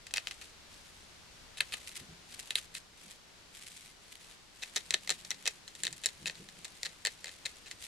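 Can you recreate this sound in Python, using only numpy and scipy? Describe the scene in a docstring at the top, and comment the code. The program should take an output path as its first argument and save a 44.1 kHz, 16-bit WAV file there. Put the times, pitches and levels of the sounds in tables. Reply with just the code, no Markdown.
"""Inside a cage, a gerbil gnaws a strip of cardboard in spells of about five bites a second.
Each bite is a run of fibre snaps; every snap travels along the strip as a bending wave, treble first.
A hand comes to hold the strip and changes its colour, and the torn edge crackles after each snap.
A second gerbil rustles through the paper bedding as crackling noise grains, the cage floor bumps softly
on a few low modes, and the room adds a faint filtered hiss and rumble."""
import sys
import numpy as np
from scipy import signal
from scipy.fft import rfft, irfft, next_fast_len
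from scipy.io import wavfile
from scipy.ndimage import uniform_filter1d

SR = 44100
rng = np.random.default_rng(int(sys.argv[2]) if len(sys.argv) > 2 else 0)


def master_out(mix):
    """Clip the mix to full scale and print it as 16-bit PCM to the path in sys.argv[1]."""
    frames = np.transpose(np.atleast_2d(mix))
    ceiling = np.clip(frames, -1, 1)
    pcm = np.round(ceiling * 32767).astype(np.int16)
    wavfile.write(sys.argv[1], SR, pcm)


N = 347067
SNAP_SIZE = 4096  # samples in one snap
TOP_HZ = 15800  # upper edge of the sound


def undb(db):
    """Decibels to gain."""
    return 10 ** (np.asarray(db) / 20)


def curve(table, column=1):
    """One column of a time table, sample by sample."""
    rows = np.array(table)
    return np.interp(np.arange(N) / SR, rows[:, 0], rows[:, column])


def colour(points, hz):
    """A spectrum in dB at the given frequencies, interpolated over log frequency."""
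    point_hz, db = np.transpose(points)
    return np.interp(np.log(hz + 1), np.log(point_hz), db)


def tint(x, points):
    """Filter a long sound by a spectrum and bring it to rms 1."""
    size = next_fast_len(N)
    gain = undb(colour(points, np.fft.rfftfreq(size, 1 / SR)))
    y = irfft(rfft(x, size) * gain, size)[..., :N]
    return y / y.std()


def unit(x):
    """Scale to a mean energy of 1 per channel."""
    return x / np.sqrt(np.mean(np.sum(x ** 2, axis=-1)))


def pan(left_db):
    """Channel gains for a left-minus-right level."""
    return undb(np.array([[left_db], [-left_db]]) / 2)


def walk(rate):
    """Slow random drift of spread 1, heading for a new value rate times a second."""
    y = np.interp(np.arange(N) / SR * rate, np.arange(1024), rng.standard_normal(1024))
    return y / y.std()


def swell(s, half_s):
    """A smooth rise and fall of power around time s."""
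    return np.exp(-np.minimum(((np.arange(N) / SR - s) / half_s) ** 2, 40))


def treble(hz, corner_hz=5400):
    """A shelf from 0 in the body of the sound to 1 in the treble."""
    return 1 / (1 + (corner_hz / (hz + 1)) ** 6)


def add(out, s, sound):
    """Mix a sound in at time s."""
    i = max(int(s * SR), 0)
    out[:, i:i + sound.shape[-1]] += sound[..., :max(N - i, 0)]


def crackle(rate, spread_db, ring_s, shared=0.44):
    """Tiny noise grains at random times, rate a second, a few much larger than the rest."""
    sizes = undb(spread_db * np.minimum(rng.exponential(size=N), 4))
    hits = (rng.random(N) < rate / SR) * sizes
    # grains add as power, and each amplitude dies away over ring_s
    power = signal.lfilter([1], [1, -np.exp(-2 / (ring_s * SR))], hits ** 2 + 1e-12)
    noise = shared * rng.standard_normal(N) + (1 - shared) * rng.standard_normal((2, N))
    return np.sqrt(power) * noise


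# Room background. Each row: time in seconds, hiss in dB, rumble in dB
ROOM_LEVELS = [(0.0, -56.5, -68), (1.6, -55, -66.5), (3.2, -58, -73), (7.87, -56.5, -71)]
# Colour of the room hiss. Each row: frequency in Hz, level in dB
HISS_COLOUR = [(90, 2.5), (170, 1.5), (260, 0.5), (500, -0.5), (1000, -1.5), (2200, -2), (4300, -2),
               (7000, -7), (10000, -13), (13000, -20.5), (15000, -37)]
# Colour of the room rumble. Each row: frequency in Hz, level in dB
RUMBLE_COLOUR = [(15, -17), (26, -8), (37, -0.5), (50, -13), (70, -4.5), (110, -11.5), (220, -33),
                 (600, -64)]


def room_tone(waver_db=0.56, waver_rate=7.9):
    """Diffuse, gently wavering hiss over a low rumble that both ears mostly share."""
    hiss = tint(rng.standard_normal((2, N)) + 0.45 * rng.standard_normal(N), HISS_COLOUR)
    rumble = tint(0.41 * rng.standard_normal((2, N)) + rng.standard_normal(N), RUMBLE_COLOUR)
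    hiss = hiss * undb(curve(ROOM_LEVELS, column=1) + waver_db * walk(waver_rate))
    rumble = rumble * undb(curve(ROOM_LEVELS, column=2))
    return (hiss + rumble) * pan(1.7)


# Modes of the cage floor. Each row: frequency in Hz, level in dB, 60 dB decay time in seconds
FLOOR_RINGS = [(138, -24, 0.1), (169.7, 0.5, 0.21), (199, 2, 0.11), (261, -7, 0.11), (327, -5.5, 0.087)]
# Colour of dull rubbing. Each row: frequency in Hz, level in dB
RUBBING_COLOUR = [(60, -25), (125, -16), (230, -19), (350, 7), (600, -19), (1500, -30)]
# Paws and hand pressing on the bedding. Each row: middle in seconds, half length in seconds, level in dB
BEDDING_PRESSES = [(2.05, 0.13, -66), (3.067, 0.022, -63.5), (5.2, 0.31, -67), (5.883, 0.053, -56.5),
                   (6.256, 0.044, -57), (6.47, 0.11, -65)]
# Soft bumps on the floor. Each row: time in seconds, peak in dB before the common trim
FLOOR_BUMPS = [(2.012, -45), (2.089, -47), (6.218, -49), (6.399, -46.5), (6.57, -52)]


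def cage_floor(push_s=0.024, bump_trim_db=-1.5, resting_db=-74, rub_db=-8):
    """Soft pushes ring the floor modes: bumps and slow presses over constant small movement."""
    t = np.arange(SR // 3) / SR
    ring = np.zeros(len(t))
    for hz, db, t60 in FLOOR_RINGS:
        ring += undb(db) * np.sin(2 * np.pi * hz * t) * np.exp(-np.log(1000) * t / t60)
    drone = signal.fftconvolve(rng.standard_normal(N), ring)[:N]
    rubbing = undb(rub_db) * tint(rng.standard_normal((2, N)), RUBBING_COLOUR)
    power = np.full(N, undb(resting_db) ** 2)
    for s, half_s, db in BEDDING_PRESSES:
        power += undb(db) ** 2 * swell(s, half_s)
    out = (drone / drone.std() + rubbing) * np.sqrt(power)
    for s, db in FLOOR_BUMPS:
        # the noisy push swells for half of push_s, then dies away
        push = rng.standard_normal(len(t)) * t * np.exp(-2 * t / push_s)
        bump = signal.fftconvolve(push, ring)
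        add(out, s - .005, bump / np.abs(bump).max() * undb(db + bump_trim_db))
    return out


# Loud or lone fibre snaps. Each row: time in seconds, level in dB, brightness in dB,
# resonance that the place of biting favours in Hz
LOUD_SNAPS = [(0.0678, -40.5, 5, 2400), (0.1088, -46, -11, 1600), (0.1388, -24, 8, 3130),
              (0.1711, -26, 3, 2300), (0.1803, -24, -3, 2430), (0.271, -28, -2, 3120),
              (0.3103, -34.5, 1, 3200), (1.6047, -21, -10, 2700), (1.607, -19.5, 2, 1790),
              (1.7385, -28.5, -11, 2690), (2.5061, -25.5, 0, 3100), (2.555, -18.5, 8, 4000),
              (2.7505, -33, 4, 4500), (4.6346, -30.5, -9, 2500), (4.7605, -27, -4, 6000),
              (4.7636, -23.5, -1, 3360), (4.9067, -22, -2.5, 7600), (4.9396, -20.5, -8, 1650),
              (4.9424, -18, -7, 3740), (5.075, -32.5, -5, 1700), (5.0933, -23, -3, 4000),
              (5.1033, -20.5, -0.5, 7500), (5.1088, -26, -5, 3300), (5.249, -40.5, -2, 5600),
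              (5.3057, -25.5, 0.5, 5400), (5.466, -29, -12, 2700), (5.4751, -22, -2.5, 5600),
              (5.4775, -22, 3, 2520), (5.6783, -39, -3, 3970), (5.7516, -41.5, 12, 6200),
              (5.835, -24.5, 8.5, 9000), (5.8517, -28, 3, 6800), (5.8679, -25.5, 0, 3600),
              (5.9274, -36, 10, 7400), (6.059, -18.5, 6, 5800), (6.0655, -25.5, 8, 3800),
              (6.088, -36.5, -3, 3800), (6.2576, -27, -3, 2700), (6.297, -31.5, -15, 2000),
              (6.354, -47, -4, 1400), (6.4877, -43.5, -6, 1710), (6.8314, -27.5, 1.5, 6700),
              (7.0506, -23, 6.5, 1700), (7.0603, -25.5, -1, 1610), (7.0698, -23.5, -1, 1800),
              (7.2434, -34, 0, 1600), (7.4584, -28.5, 2, 7900), (7.7124, -34, 0, 1960)]
# Bites of lesser snaps. Each row: start in seconds, length in seconds, level of a snap in dB and
# brightness in dB, both before scatter
BITE_RUNS = [(0.159, 0.0062, -35.5, 0), (0.277, .008, -44.5, 1), (0.313, 0.0074, -49, -2),
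             (0.414, 0.0089, -45.5, 4), (1.572, 0.012, -43, 4), (1.722, 0.021, -35.5, 3),
             (2.5625, .021, -37, 4), (2.764, 0.0085, -43.5, 7), (4.622, 0.0084, -38.5, -11),
             (4.766, 0.013, -31.5, -5.5), (4.911, 0.038, -36, -15), (5.11, 0.012, -34, -4),
             (5.3115, 0.0041, -33, -11), (5.456, .025, -31.5, -4), (5.8446, .034, -35, -7),
             (6.037, .009, -37, 2), (6.266, .015, -29.5, -1), (6.646, 0.0062, -39.5, 3),
             (6.85, .014, -33, -3.5), (7.052, .024, -33.5, -8), (7.257, .035, -38, -6),
             (7.4532, .011, -34, -2), (7.66, 0.02, -48.5, -5)]


def fibre_snaps(count=4, jitter=.15, scatter_db=3.0, bright_scatter_db=3, favour_range_hz=(1700, 7100),
                release_s=.028, release_db=-17, release_bright_db=7):
    """List loud snaps, an uneven run through each bite, and a faint bright tick as the teeth let go."""
    snaps = list(LOUD_SNAPS)
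    for start_s, length_s, db, bright_db in BITE_RUNS:
        for k, (late, louder, brighter, place) in enumerate(rng.uniform(-0.92, 1, (count, 4))):
            s = start_s + length_s * (k + jitter * late) / (count - 1)
            favour_hz = np.exp(np.interp(place, [-1, 1], np.log(favour_range_hz)))
            snaps.append((s, db + scatter_db * louder, bright_db + bright_scatter_db * brighter, favour_hz))
        release_at = start_s + length_s + release_s
        snaps.append((release_at, db + release_db, bright_db + release_bright_db, favour_hz))
    return snaps


# Resonances of the strip. Each row: frequency in Hz, width in Hz,
# lift in dB before the random share and the levelling of their broad average
STRIP_RESONANCES = [(547, 110, 1.5), (756, 57, 4), (1233, 35, 7), (1840, 500, 7), (2073, 88, 6),
                    (2566, 290, 13), (3122, 330, 7.5), (3817, 400, 6), (4254, 780, 6), (5060, 180, -1),
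                    (5480, 480, 6), (6020, 320, 8), (6960, 280, 5), (7640, 120, 4)]


def strip_response(grip, bright_db, favour_hz, hz, travel_s, slowest_hz=900, favour_db=5, favour_width=0.21):
    """Causal response of the strip; bending waves slow down as 1 / sqrt(f), taking travel_s at 1 kHz."""
    # each place of biting favours other modes
    shares = rng.uniform(.65, 1.35, len(STRIP_RESONANCES))
    lift = np.zeros(len(hz))
    for share, (mode_hz, width_hz, db) in zip(shares, STRIP_RESONANCES):
        lift += share * db / (1 + (2 * (hz - mode_hz) / width_hz) ** 2)
    lift -= uniform_filter1d(lift, size=130)
    # the favoured resonance has a width that is a share of its frequency
    lift += favour_db / (1 + (2 * (hz / favour_hz - 1) / favour_width) ** 2)
    # folding the cepstrum gives minimum phase, so nothing sounds before the snap
    cepstrum = irfft(np.log(undb(colour(grip, hz) + lift + bright_db * treble(hz))))
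    cepstrum[1:SNAP_SIZE // 2] *= 2
    cepstrum[SNAP_SIZE // 2 + 1:] = 0
    # delay behind the first treble to arrive, summed over frequency into phase
    delay = travel_s * np.sqrt(1000) * (1 / np.sqrt(np.maximum(hz, slowest_hz)) - 1 / np.sqrt(TOP_HZ))
    phase = 2 * np.pi * np.cumsum(np.maximum(delay, 0)) * hz[1]
    return np.exp(rfft(cepstrum) - 1j * phase)


# Colour of the strip bitten at its tip. Each row: frequency in Hz, level in dB
TIP_COLOUR = [(150, -24), (400, -15), (700, -5.5), (1100, -9), (1700, -1), (2800, 2), (3700, -0.5),
              (4700, 0.5), (5600, -8), (7300, -11), (10000, -14.5), (15000, -30.5)]
# Colour of the strip lying free. Each row: frequency in Hz, level in dB
FREE_COLOUR = [(150, -29), (450, -15), (1000, -15), (1750, -2), (2600, -0.5), (4000, 1), (4800, -5.5),
               (5500, -23), (7200, -14.5), (9600, -10.5), (12000, -20), (15000, -44)]
# Colour of the strip pressed by a thumb. 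Each row: frequency in Hz, level in dB
PRESSED_COLOUR = [(150, -38.5), (400, -13), (1100, -19), (1450, -13), (1850, -3.5), (2700, -9.5),
                  (3900, -2.5), (4700, -8), (7500, -7), (9000, -13.5), (11500, -20.5), (15000, -38)]
# Colour of the strip held in the hand. Each row: frequency in Hz, level in dB
HELD_COLOUR = [(150, -49), (450, -6.5), (1250, -15), (1850, 3.5), (2400, -2), (3200, -1), (4300, 3.5),
               (5900, -11), (7100, -2), (9500, -12.5), (11500, -19.5), (15000, -31)]
# Moments when the strip goes from tip to free, to pressed, to held. Each entry: time in seconds
GRIP_TIMES = [1, 4.5, 5.62]


def gnawing(snaps, travel_s=0.002297, tear_s=0.00061, tear_db=-8,
            near_s=.0008, near_db=-6, near_treble_db=8, echo_s=0.001414, echo_db=-9,
            cage_s=0.016, cage_treble_db=-9, cage_body_db=7, room_s=0.036, room_db=-23, left_db=3.0):
    """Each snap is a sharp break with a brief tear, rung through the strip and scattered by the cage."""
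    t, hz = np.arange(SNAP_SIZE) / SR, np.fft.rfftfreq(SNAP_SIZE, 1 / SR)
    out, high = np.zeros((2, N)), treble(hz, corner_hz=4270)
    for s, db, bright_db, favour_hz in snaps:
        noise = rng.standard_normal((7, SNAP_SIZE))
        crack = 1 + undb(tear_db) * rfft(unit(noise[0] * np.exp(-t / tear_s)))
        # a nearby wall returns the crack, a little sooner or later as the head moves
        echo_delay = echo_s * rng.uniform(.3, 1.7)
        crack = crack * (1 + undb(echo_db) * np.exp(-2j * np.pi * hz * echo_delay))
        # close reflections differ between the ears, most of all in the treble
        near = rfft(unit(noise[1:3] * t * np.exp(-2 * t / near_s)))
        near = near * undb(near_db + near_treble_db * high)
        # the bedding soaks up the treble, so the cage returns more of the low body
        cage = rfft(unit(noise[3:5] * np.exp(-t / cage_s)))
        cage = cage * undb(cage_treble_db + cage_body_db * (1 - treble(hz, corner_hz=1260)))
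        room = undb(room_db) * rfft(unit(noise[5:7] * np.exp(-t / room_s)))
        grip = (TIP_COLOUR, FREE_COLOUR, PRESSED_COLOUR, HELD_COLOUR)[np.searchsorted(GRIP_TIMES, s)]
        strip = strip_response(grip, bright_db, favour_hz, hz, travel_s)
        # only the body leans left; the treble stays central
        spectrum = (crack + near + cage + room) * strip * pan(left_db) ** (1 - high)
        snap = irfft(spectrum) * (1 - (t / t[-1]) ** 4)
        # the level is that of the snap's energy spread over 2 ms
        add(out, s, unit(snap) * np.sqrt(.002 * SR) * undb(db))
    return out


def fraying(snaps, relax_s=0.0053, follow=0.45, rate=1200, spread_db=3, gain_db=-30):
    """After each snap the torn edge relaxes and finer fibres give way as a fading crackle."""
    jolts = np.zeros(N)
    for s, db, *_ in snaps:
        jolts[int(s * SR)] += undb(db) ** 2
    strain = signal.lfilter([1], [1, -np.exp(-2 / (relax_s * SR))], jolts + 1e-18)
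    fibres = tint(crackle(rate, spread_db, ring_s=0.0029), PRESSED_COLOUR)
    # the crackle moves by follow dB for each dB of strain
    return fibres * strain ** (follow / 2) * undb(gain_db) * pan(2.6)


# Spells of stirring. Each row: start in seconds, end in seconds, level in dB before the fidgeting
STIRRING_SPELLS = [(0.23, 0.49, -60), (0.72, 1.05, -63.5), (1.66, 2.034, -57), (2.277, 2.642, -58),
                   (2.987, 3.14, -60), (3.533, 3.906, -58), (4.045, 4.334, -60.5), (4.56, 5.586, -58.5),
                   (5.693, 6.66, -60.5), (6.69, 7.87, -61.5)]
# The stronger scuffs. Each row: middle in seconds, half length in seconds, level of the swell in dB
BEDDING_SCUFFS = [(1.883, 0.013, -46.5), (1.925, 0.011, -51.5), (1.966, 0.0093, -42), (2.4, 0.011, -43),
                  (2.587, 0.0078, -40.5), (2.763, 0.018, -45.5), (3.067, .008, -56), (3.11, 0.018, -51.5),
                  (3.677, 0.0087, -47.5), (3.769, 0.0034, -51), (3.808, 0.014, -56.5), (4.123, .009, -51),
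                  (4.155, 0.0028, -51), (7.836, 0.022, -46.5)]
# Colour of the paper bedding. Each row: frequency in Hz, level in dB
BEDDING_COLOUR = [(300, -10), (1000, -19.5), (2000, 0.5), (4000, 0.5), (5500, -3.5), (8000, -0.5),
                  (10500, -5), (13500, -16.5), (15500, -48)]


def bedding(rate=700, spread_db=3, flake_s=.0016, tick_s=.0008, fade_s=0.065, fidget_rate=35, fidget_db=3.0):
    """Paws and fingers shift flakes of paper: spells of fidgety stirring with short scuffs."""
    t, power = np.arange(N) / SR, np.zeros(N)
    for start_s, end_s, db in STIRRING_SPELLS:
        spell = np.clip(np.minimum(t - start_s, end_s - t) / fade_s + .5, 0, 1)
        power += undb(db) ** 2 * spell
    power *= undb(fidget_db * walk(fidget_rate)) ** 2
    for s, half_s, db in BEDDING_SCUFFS:
        # a flake flicks free at the height of the scuff; the shorter the scuff, the more it is one tick
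        tick = .03 / half_s * (t >= s) * np.exp(-np.clip((t - s) / tick_s, 0, 40))
        power += undb(db) ** 2 * (swell(s, half_s) + tick)
    flakes = tint(crackle(rate, spread_db, ring_s=flake_s), BEDDING_COLOUR)
    return flakes * np.sqrt(power) * pan(1.1)


def scene():
    """Everything heard from just above the cage."""
    snaps = fibre_snaps()
    return room_tone() + cage_floor() + gnawing(snaps) + fraying(snaps) + bedding()


def record(dry):
    """The recorder cuts the top with a steep low-pass."""
    return signal.sosfilt(signal.ellip(8, .2, 70, TOP_HZ, fs=SR, output="sos"), dry)


dry = scene()
out = record(dry)
master_out(out)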